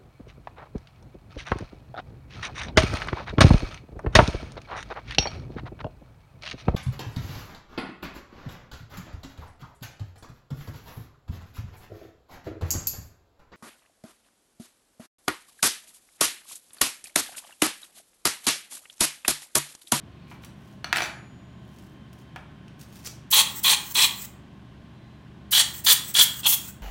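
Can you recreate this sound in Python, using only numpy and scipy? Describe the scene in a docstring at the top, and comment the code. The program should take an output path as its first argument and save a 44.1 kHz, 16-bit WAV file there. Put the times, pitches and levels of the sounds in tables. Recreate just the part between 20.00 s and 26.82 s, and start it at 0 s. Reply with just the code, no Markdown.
"""A desk in a small, hard-walled room with a faint hum: a camera lens is cleaned.
Its plastic rear cap is twisted off and dropped; it ticks, chirps and rattles, and steel tweezers ring on.
Fingers tap and rub, then a rubber bulb blower gives seven puffs. Each hisses at the nozzle,
roars in the hollow lens mount, and is followed by the bulb sucking itself full."""
import sys
import numpy as np
from scipy import signal
from scipy.fft import rfft, irfft, next_fast_len
from scipy.io import wavfile
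from scipy.ndimage import map_coordinates

SR = 44100
rng = np.random.default_rng(int(sys.argv[2]) if len(sys.argv) > 2 else 0)


def persist_wave(psi):
    """Save psi, clipped to +-1, as 16-bit WAV."""
    counts = np.round(np.clip(psi, -1, 1) * 32767).astype(np.int16)
    wavfile.write(sys.argv[1], SR, np.atleast_2d(counts).T)


N = 300762
TIME_S = np.arange(N) / SR

# bulb squeezes: start_s, length_s, hiss_db, hiss_swell_db, refill_s, delay_to_lens_s, on_lens_s,
# roar_db, roar_swell_db, tuning_ratio, aim
PUFFS = [(3.304, 0.12, -21.5, -5, 0.18, 0.019, 0.096, -17, 1.5, 0.98, "above"),
         (3.629, 0.097, -22.5, 1, 0.2, 0.013, 0.11, -18.5, -2, 0.97, "above"),
         (3.938, .131, -26, 9, 0.19, .011, 0.11, -19, 4.5, 0.98, "above"),
         (5.509, 0.098, -22.5, -9, 0.2, .014, .102, -18.5, -3, 0.93, "front"),
         (5.838, 0.1, -18.5, 16, .181, .024, 0.066, -16, 1, 0.974, "front"),
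         (6.133, .11, -24, 29.5, 0.17, .014, 0.077, -17, 11.5, 0.94, "front"),
         (6.457, 0.093, -17, 2.5, 0.16, 0.018, 0.077, -45, 0, 1.44, "rim")]


def lens_mount():
    """Each puff roars in the lens once its jet arrives; a jet crossing the rim blurts briefly."""
    # rim crossings: start_s, length_s, roar_db
    crossings = [(6.429, 0.027, -30), (6.453, .022, -16.5), (6.519, .02, -26.5)]
    out = np.zeros(N)
    for start_s, *_, delay_s, on_lens_s, roar_db, swell_db, tuning, aim in PUFFS:
        add(out, start_s + delay_s, amp(roar_db) * jet_on_lens(on_lens_s, swell_db, tuning, aim))
    for start_s, length_s, roar_db in crossings:
        add(out, start_s, amp(roar_db) * jet_on_lens(length_s, swell_db=6.5, tuning=1, aim="rim"))
    return out


def jet_on_lens(length_s, swell_db, tuning, aim):
    """The jet flutters across the mount and sounds its hollows; the splash peaks with air speed."""
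    # mount resonances by aim, before tuning: centre_hz, width_hz, gain_db
    mount_modes = {"above": [(867, 69, -8.5), (1080, 130, -7.5), (2010, 160, -12.5), (2520, 130, -6),
                   (3314, 203, -0.5), (3493, 170, 0.5), (3998, 360, -2.5), (4410, 290, -5.5),
                   (6290, 150, -17), (6610, 160, -15), (7800, 280, -14)], "front": [(1000, 350, -17),
                   (1804, 240, -11.5), (2460, 150, -13), (3200, 254, -3.5), (3577, 190, 3),
                   (3830, 230, -2.5), (4320, 310, -4), (5010, 220, -9.5), (6140, 110, -11.5),
                   (6560, 57, -9.5), (7370, 150, -12.5)], "rim": [(1005, 240, -9.5), (2626, 100, -4),
                   (3334, 146, 4), (4320, 93, -6.5), (6440, 95, -17)]}
    # spectrum of splashing air: freq_hz, density_db
    splash_spectrum = [(150, -37), (350, -11), (520, -17), (900, -9), (1400, -9), (2000, -6), (4500, -1),
                       (5500, -3.5), (8200, 0), (10000, -2), (12000, -12), (15500, -11.5)]
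    # splash peak over roar, by aim: gain_db
    splash_over_roar_db = {"above": -0.5, "front": 0, "rim": -4}
    size = SR // 4
    t = np.arange(size) / SR
    cavity = lambda f: resonances(mount_modes[aim], f / tuning) * f ** 2 / (f ** 2 + 600 ** 2)
    roar = unit(filtered(rng.standard_normal(size), cavity))
    roar *= amp(swell_db * (np.minimum(t / length_s, 1) - 0.5) + 1.8 * wobble(170, size))
    slack_db = 18 * np.minimum(np.abs(t / length_s - 0.72), 1)  # fastest air at 72 % of the length
    splash = near_echoes(noise(splash_spectrum, size), strength=0.27)
    splash *= amp(splash_over_roar_db[aim] - slack_db + 2.2 * wobble(123, size))
    return (roar + splash) * gate(t, length_s, rise_s=0.0025, fall_s=0.008)


def nozzle():
    """The jet spurts as the valve shuts, then hisses while the hand presses."""
    # jet spectrum: freq_hz, density_db
    jet_spectrum = [(300, -37.5), (1500, -21.5), (3500, -11), (6000, -8), (9000, -5), (12000, -4),
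                    (14000, 0), (15600, -1)]
    out, size = np.zeros(N), SR // 4
    t = np.arange(size) / SR
    spurt = amp(-21) * bump(t, middle_s=0.012, length_s=0.0088)
    for start_s, length_s, hiss_db, swell_db, *_ in PUFFS:
        press = amp(hiss_db + swell_db * (np.minimum(t / length_s, 1) - 0.5))
        press *= gate(t, length_s, rise_s=0.0074, fall_s=0.0071)
        jet = near_echoes(noise(jet_spectrum, size), strength=0.26) * amp(1.7 * wobble(99, size))
        add(out, start_s, np.hypot(press, spurt) * jet)
    return out


def refill():
    """The released bulb draws air ever faster until full; its valve adds a breathy, rising whistle."""
    # intake spectrum: freq_hz, density_db
    intake_spectrum = [(400, -27), (1200, -9), (4500, -10.5), (5800, -7), (7000, -2), (8100, -3.5),
                       (9000, -9), (11500, -10), (13000, -5), (14500, 3), (15700, 2)]
    final_db, climb_db = -34.5, 13.5
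    out, size = np.zeros(N), SR // 2
    t = np.arange(size) / SR
    for start_s, length_s, _, _, refill_s, *_ in PUFFS:
        flow = np.clip(t / (refill_s - 0.03), 0, 1)
        hiss = near_echoes(noise(intake_spectrum, size), strength=0.53)
        pitch_hz = 7000 + 1100 * flow + 300 * wobble(33, size)
        breath = wobble(1000, size) * amp(3 * wobble(25, size))
        whistle = breath * np.sin(2 * np.pi * np.cumsum(pitch_hz) / SR)
        level = amp(final_db - climb_db * (1 - flow) + 2.8 * wobble(72, size))
        level *= gate(t, refill_s, rise_s=0.015, fall_s=0.0033)
        add(out, start_s + length_s, level * (hiss + 0.36 * whistle))
    return out


def cap():
    """The plastic cap clacks on the desk, bounces and rattles to rest."""
    # bounces: start_s, level_db, tilt_db_per_octave
    bounces = [(0.8438, -45, -1.4), (0.9284, -32.5, -3), (0.9598, -39.5, -0.5), (.97, -39, 1),
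               (0.9809, -45.5, -1), (.9843, -41, -1), (1.0049, -41, -2), (1.0202, -41, -1.5)]
    # desk board and shell ringing together: centre_hz, width_hz, gain_db
    shell_modes = [(333, 47, 1.5), (675, 100, -4), (1010, 210, -3.5), (1220, 160, -4.5), (1750, 460, -2),
                   (2350, 70, 1), (2590, 72, -5), (3070, 120, -7), (4470, 120, -5), (6040, 58, -10),
                   (9090, 60, -26), (12360, 49, -22), (2400, 4.9, 6)]
    # spectrum of the bare contact: freq_hz, density_db
    clack_spectrum = [(150, -17), (350, -2.5), (520, -21), (1000, -3.5), (1750, -9.5), (2700, -6),
                      (3600, -6), (5000, -13.5), (7000, -19.5), (16000, -35)]
    out, size = np.zeros(N), SR // 4
    t = np.arange(size) / SR
    for start_s, level_db, tilt_db in bounces + rattle(after_s=bounces[-1][0]):
        clack = unit(noise(clack_spectrum, size) * amp(-60 * t / 0.016))
        # each spot on the rim weights the modes anew
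        modes = [(hz, width_hz, db + rng.normal(0, 2.1)) for hz, width_hz, db in shell_modes]
        shell = unit(filtered(signal.unit_impulse(size), lambda f: resonances(modes, f)))
        # a small body radiates almost no bass
        colour = lambda f: amp(tilt_db * np.log2((f + 800) / 2500)) * f ** 3 / (f ** 3 + 300 ** 3)
        add(out, start_s, amp(level_db) * unit(filtered(0.86 * clack + shell, colour)))
    return out


def rattle(after_s, count=6, first_db=-47.5, loss_db=2.5, tilt_db_per_octave=2.5):
    """The settling cap's contacts weaken and come unevenly faster."""
    gaps_s = 0.0095 * 0.93 ** np.arange(count) * np.exp(0.16 * rng.standard_normal(count))
    starts_s = after_s + np.cumsum(gaps_s)
    return [(s, first_db - loss_db * k, tilt_db_per_octave) for k, s in enumerate(starts_s)]


def rim_and_tweezers():
    """The cap's rim ticks and chirps as it lands; steel tweezers ring on."""
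    # modes of the cap's rim (the two shortest) and the tweezers: pitch_hz, level_db, t60_s
    ring_modes = [(2290, -35, .8), (4370, -24, .03), (4414, -45, .23), (5950, -32, 0.13),
                  (6940, -51.5, 1.8), (8040, -23.5, 0.0094), (9030, -44, .21), (10250, -41.5, 0.52),
                  (10720, -50, 0.3), (13700, -52, .25), (15095, -42, 0.32)]
    # cap contacts, each favouring other modes: start_s, gain_db, favoured_hz, width_octaves
    contacts = [(0.844, 4, 3440, 0.39), (0.962, -1, 12400, 0.44), (0.9698, 3.5, 8000, .12),
                (1.0205, 1, 5975, 0.17)]
    out, t = np.zeros(N), TIME_S[:SR]
    for start_s, gain_db, favoured_hz, octaves in contacts:
        for hz, level_db, t60_s in ring_modes:
            weight = np.exp(-(np.log2(hz / favoured_hz) / octaves) ** 2)
            ring = amp(gain_db + level_db - 60 * t / t60_s) * np.sin(2 * np.pi * hz * t)
            add(out, start_s, weight * ring)
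    return out


def handling():
    """Fingers tap and slide on the lens and the bulb."""
    # finger knocks: start_s, level_db, centre_hz, width_octaves, t60_s
    touches = [(.314, -43, 1160, 1.15, 0.094), (.436, -41, 1400, 1.2, 0.039),
               (0.447, -41.5, 4000, 2.8, 0.029), (2.13, -52, 7000, 1.5, 0.033),
               (2.361, -32, 1130, 1, 0.056), (2.681, -49.5, 3500, 1.4, 0.014), (3.061, -34, 6300, 0.5, .07)]
    # lens barrel modes: centre_hz, width_hz, gain_db
    barrel_modes = [(990, 400, 1), (2324, 23, 14), (3000, 510, 3.5), (5990, 300, -1.5)]
    # skin sliding on plastic and rubber: middle_s, length_s, level_db
    rubs = [(0.319, 0.064, -59), (0.44, 0.039, -57), (0.674, 0.2, -69), (1.8, 0.25, -66), (2.2, 0.046, -64),
            (2.819, 0.044, -51), (2.968, 0.12, -53.5), (3.064, 0.035, -37.5)]
    # skin friction spectrum: freq_hz, density_db
    skin_spectrum = [(500, -7), (2000, -3), (4000, 0), (6000, 1), (8000, -2.5), (11000, -4), (15500, -4)]
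    out, size = np.zeros(N), SR // 2
    t = np.arange(size) / SR
    for start_s, level_db, centre_hz, octaves, t60_s in touches:
        colour = lambda f: band(f, centre_hz, octaves) * (1 + np.abs(resonances(barrel_modes, f)))
        tap = unit(filtered(rng.standard_normal(size), colour))
        add(out, start_s, amp(level_db - 60 * t / t60_s) * tap)
    slide = sum(amp(db) * bump(TIME_S, middle_s, length_s) for middle_s, length_s, db in rubs)
    friction = unit(noise(skin_spectrum, N) * amp(5.3 * wobble(400, N)))
    return out + slide * friction


def twist():
    """The bayonet's lugs scrape as the cap turns."""
    # bayonet modes: centre_hz, width_hz, gain_db
    bayonet_modes = [(2420, 240, -2), (4350, 460, -12)]
    friction = rng.standard_normal(N) * amp(4 * wobble(203, N))
    scrape = unit(filtered(friction, lambda f: resonances(bayonet_modes, f)))
    return amp(-63.5) * bump(TIME_S, middle_s=0.25, length_s=0.25) * scrape


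def whines():
    """Two thin, wavering tones swell out of the hum and fade."""
    # faint tones: middle_s, length_s, pitch_hz, level_db
    tones = [(2.1, 1.6, 3120, -73), (5.08, 0.38, 4020, -73)]
    return sum(amp(db) * bump(TIME_S, middle_s, length_s) * tone(hz, waver_rad=1, rate_hz=25)
               for middle_s, length_s, hz, db in tones)


def ventilation():
    """Low ventilation rumble with wavering hum lines."""
    # hum lines: pitch_hz, level_db
    lines = [(72, -58.5), (120, -54), (146, -58.5), (199, -59.5), (1060, -70.5), (1529, -75.5),
             (3117, -79.5)]
    # rumble spectrum: freq_hz, density_db
    rumble_spectrum = [(15, -62), (25, -21), (59, -10.5), (190, -3.5), (405, -15.5), (451, -24),
                       (624, -19.5), (887, -24), (1070, -22), (1330, -29), (1520, -25), (2280, -30.5),
                       (3160, -29.5), (5000, -41), (16000, -59.5)]
    hum = sum(amp(db + 1.5 * wobble(11, N)) * tone(hz, waver_rad=0.51, rate_hz=5.4) for hz, db in lines)
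    return hum + amp(-48.5) * noise(rumble_spectrum, N)


def near_echoes(x, strength, reach_s=0.0022):
    """Weak echoes off hands, barrel and desk comb the spectrum anew for each pose; rms 1."""
    paths = rng.uniform(0.10025, 1, (5, 2))
    comb = lambda f: 1 + sum(strength * gain * np.exp(-2j * np.pi * f * lag * reach_s)
                             for gain, lag in paths)
    return unit(filtered(x, comb))


def room(x, wet_db, desk_db, desk_s=0.0042):
    """Adds the desk's echo and a diffuse tail whose treble dies sooner."""
    # room decay: freq_hz, t60_s
    decay = [(200, 0.41), (1400, 0.55), (3700, 0.36), (9000, 0.34), (15000, 0.23)]
    hz, t, spectra = signal.stft(rng.standard_normal(SR * 3 // 4), SR, nperseg=256)
    tail = signal.istft(spectra * amp(-60 * t / along(decay, hz)[:, None]), SR, nperseg=256)[1]
    tail *= 1 - np.exp(-TIME_S[:len(tail)] / 0.0065)
    response = amp(wet_db) * tail / np.linalg.norm(tail)
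    add(response, desk_s, amp([desk_db]))
    return x + signal.fftconvolve(x, response)[:N]


def amp(db):
    """Decibels to gain."""
    return 10 ** (np.asarray(db) / 20)


def unit(x):
    """Scale to rms 1."""
    return x / np.sqrt(np.mean(x ** 2) + 1e-20)


def along(points, hz):
    """Read (freq_hz, value) points on a log axis."""
    f, values = np.transpose(points)
    return np.interp(np.log(hz + 1), np.log(f + 1), values)


def filtered(x, response):
    """Apply a frequency response."""
    size = next_fast_len(len(x) + 8192)
    return irfft(rfft(x, size) * response(np.fft.rfftfreq(size, 1 / SR)), size)[:len(x)]


def resonances(modes, f):
    """Causal response of resonators summed with alternating sign."""
    return sum((-1) ** k * amp(db) * 1j * f * width_hz / (hz * hz - f * f + 1j * f * width_hz)
               for k, (hz, width_hz, db) in enumerate(modes))


def band(f, centre_hz, octaves):
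    """Band-pass gain with steep skirts."""
    return 1 / (1 + (np.log2((f + 1) / centre_hz) / octaves) ** 4)


def noise(spectrum, size):
    """Coloured noise, rms 1."""
    return unit(filtered(rng.standard_normal(size), lambda f: amp(along(spectrum, f))))


def tone(hz, waver_rad, rate_hz):
    """Sine with wandering phase, rms 1."""
    return np.sqrt(2) * np.sin(2 * np.pi * hz * TIME_S + waver_rad * wobble(rate_hz, N))


def wobble(rate_hz, size):
    """Smooth curve through random knots."""
    knots = rng.standard_normal(int(size * rate_hz / SR) + 4)
    return map_coordinates(knots, [np.arange(size) * rate_hz / SR])


def bump(t, middle_s, length_s):
    """Gaussian envelope."""
    return np.exp(-(2 * (t - middle_s) / length_s) ** 2)


def gate(t, length_s, rise_s, fall_s):
    """Soft-edged window from 0 to length_s."""
    return (1 + np.tanh(t / rise_s - 1)) * (1 - np.tanh((t - length_s) / fall_s)) / 4


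def add(track, start_s, sound):
    """Mix a sound into the track."""
    part = track[round(start_s * SR):][:len(sound)]
    part += sound[:len(part)]


def scene():
    """Blower and handling in the room, over its hum; mono."""
    air = room(nozzle() + refill() + lens_mount(), wet_db=-9, desk_db=-23.5)
    contacts = room(cap() + handling() + twist(), wet_db=-5, desk_db=-8.5)
    ringing = room(rim_and_tweezers(), wet_db=-16, desk_db=-14)
    return (air + contacts + ringing + ventilation() + whines())[None]


def record(dry):
    """Soft peak limit, then a steep low-pass."""
    ceiling, cutoff_hz = 0.9, 15900
    limited = dry[0] / (1 + (dry[0] / ceiling) ** 8) ** (1 / 8)
    return filtered(limited, lambda f: (1 - np.tanh((f - cutoff_hz) / 70)) / 2)[None]


dry = scene()
out = record(dry)
persist_wave(out)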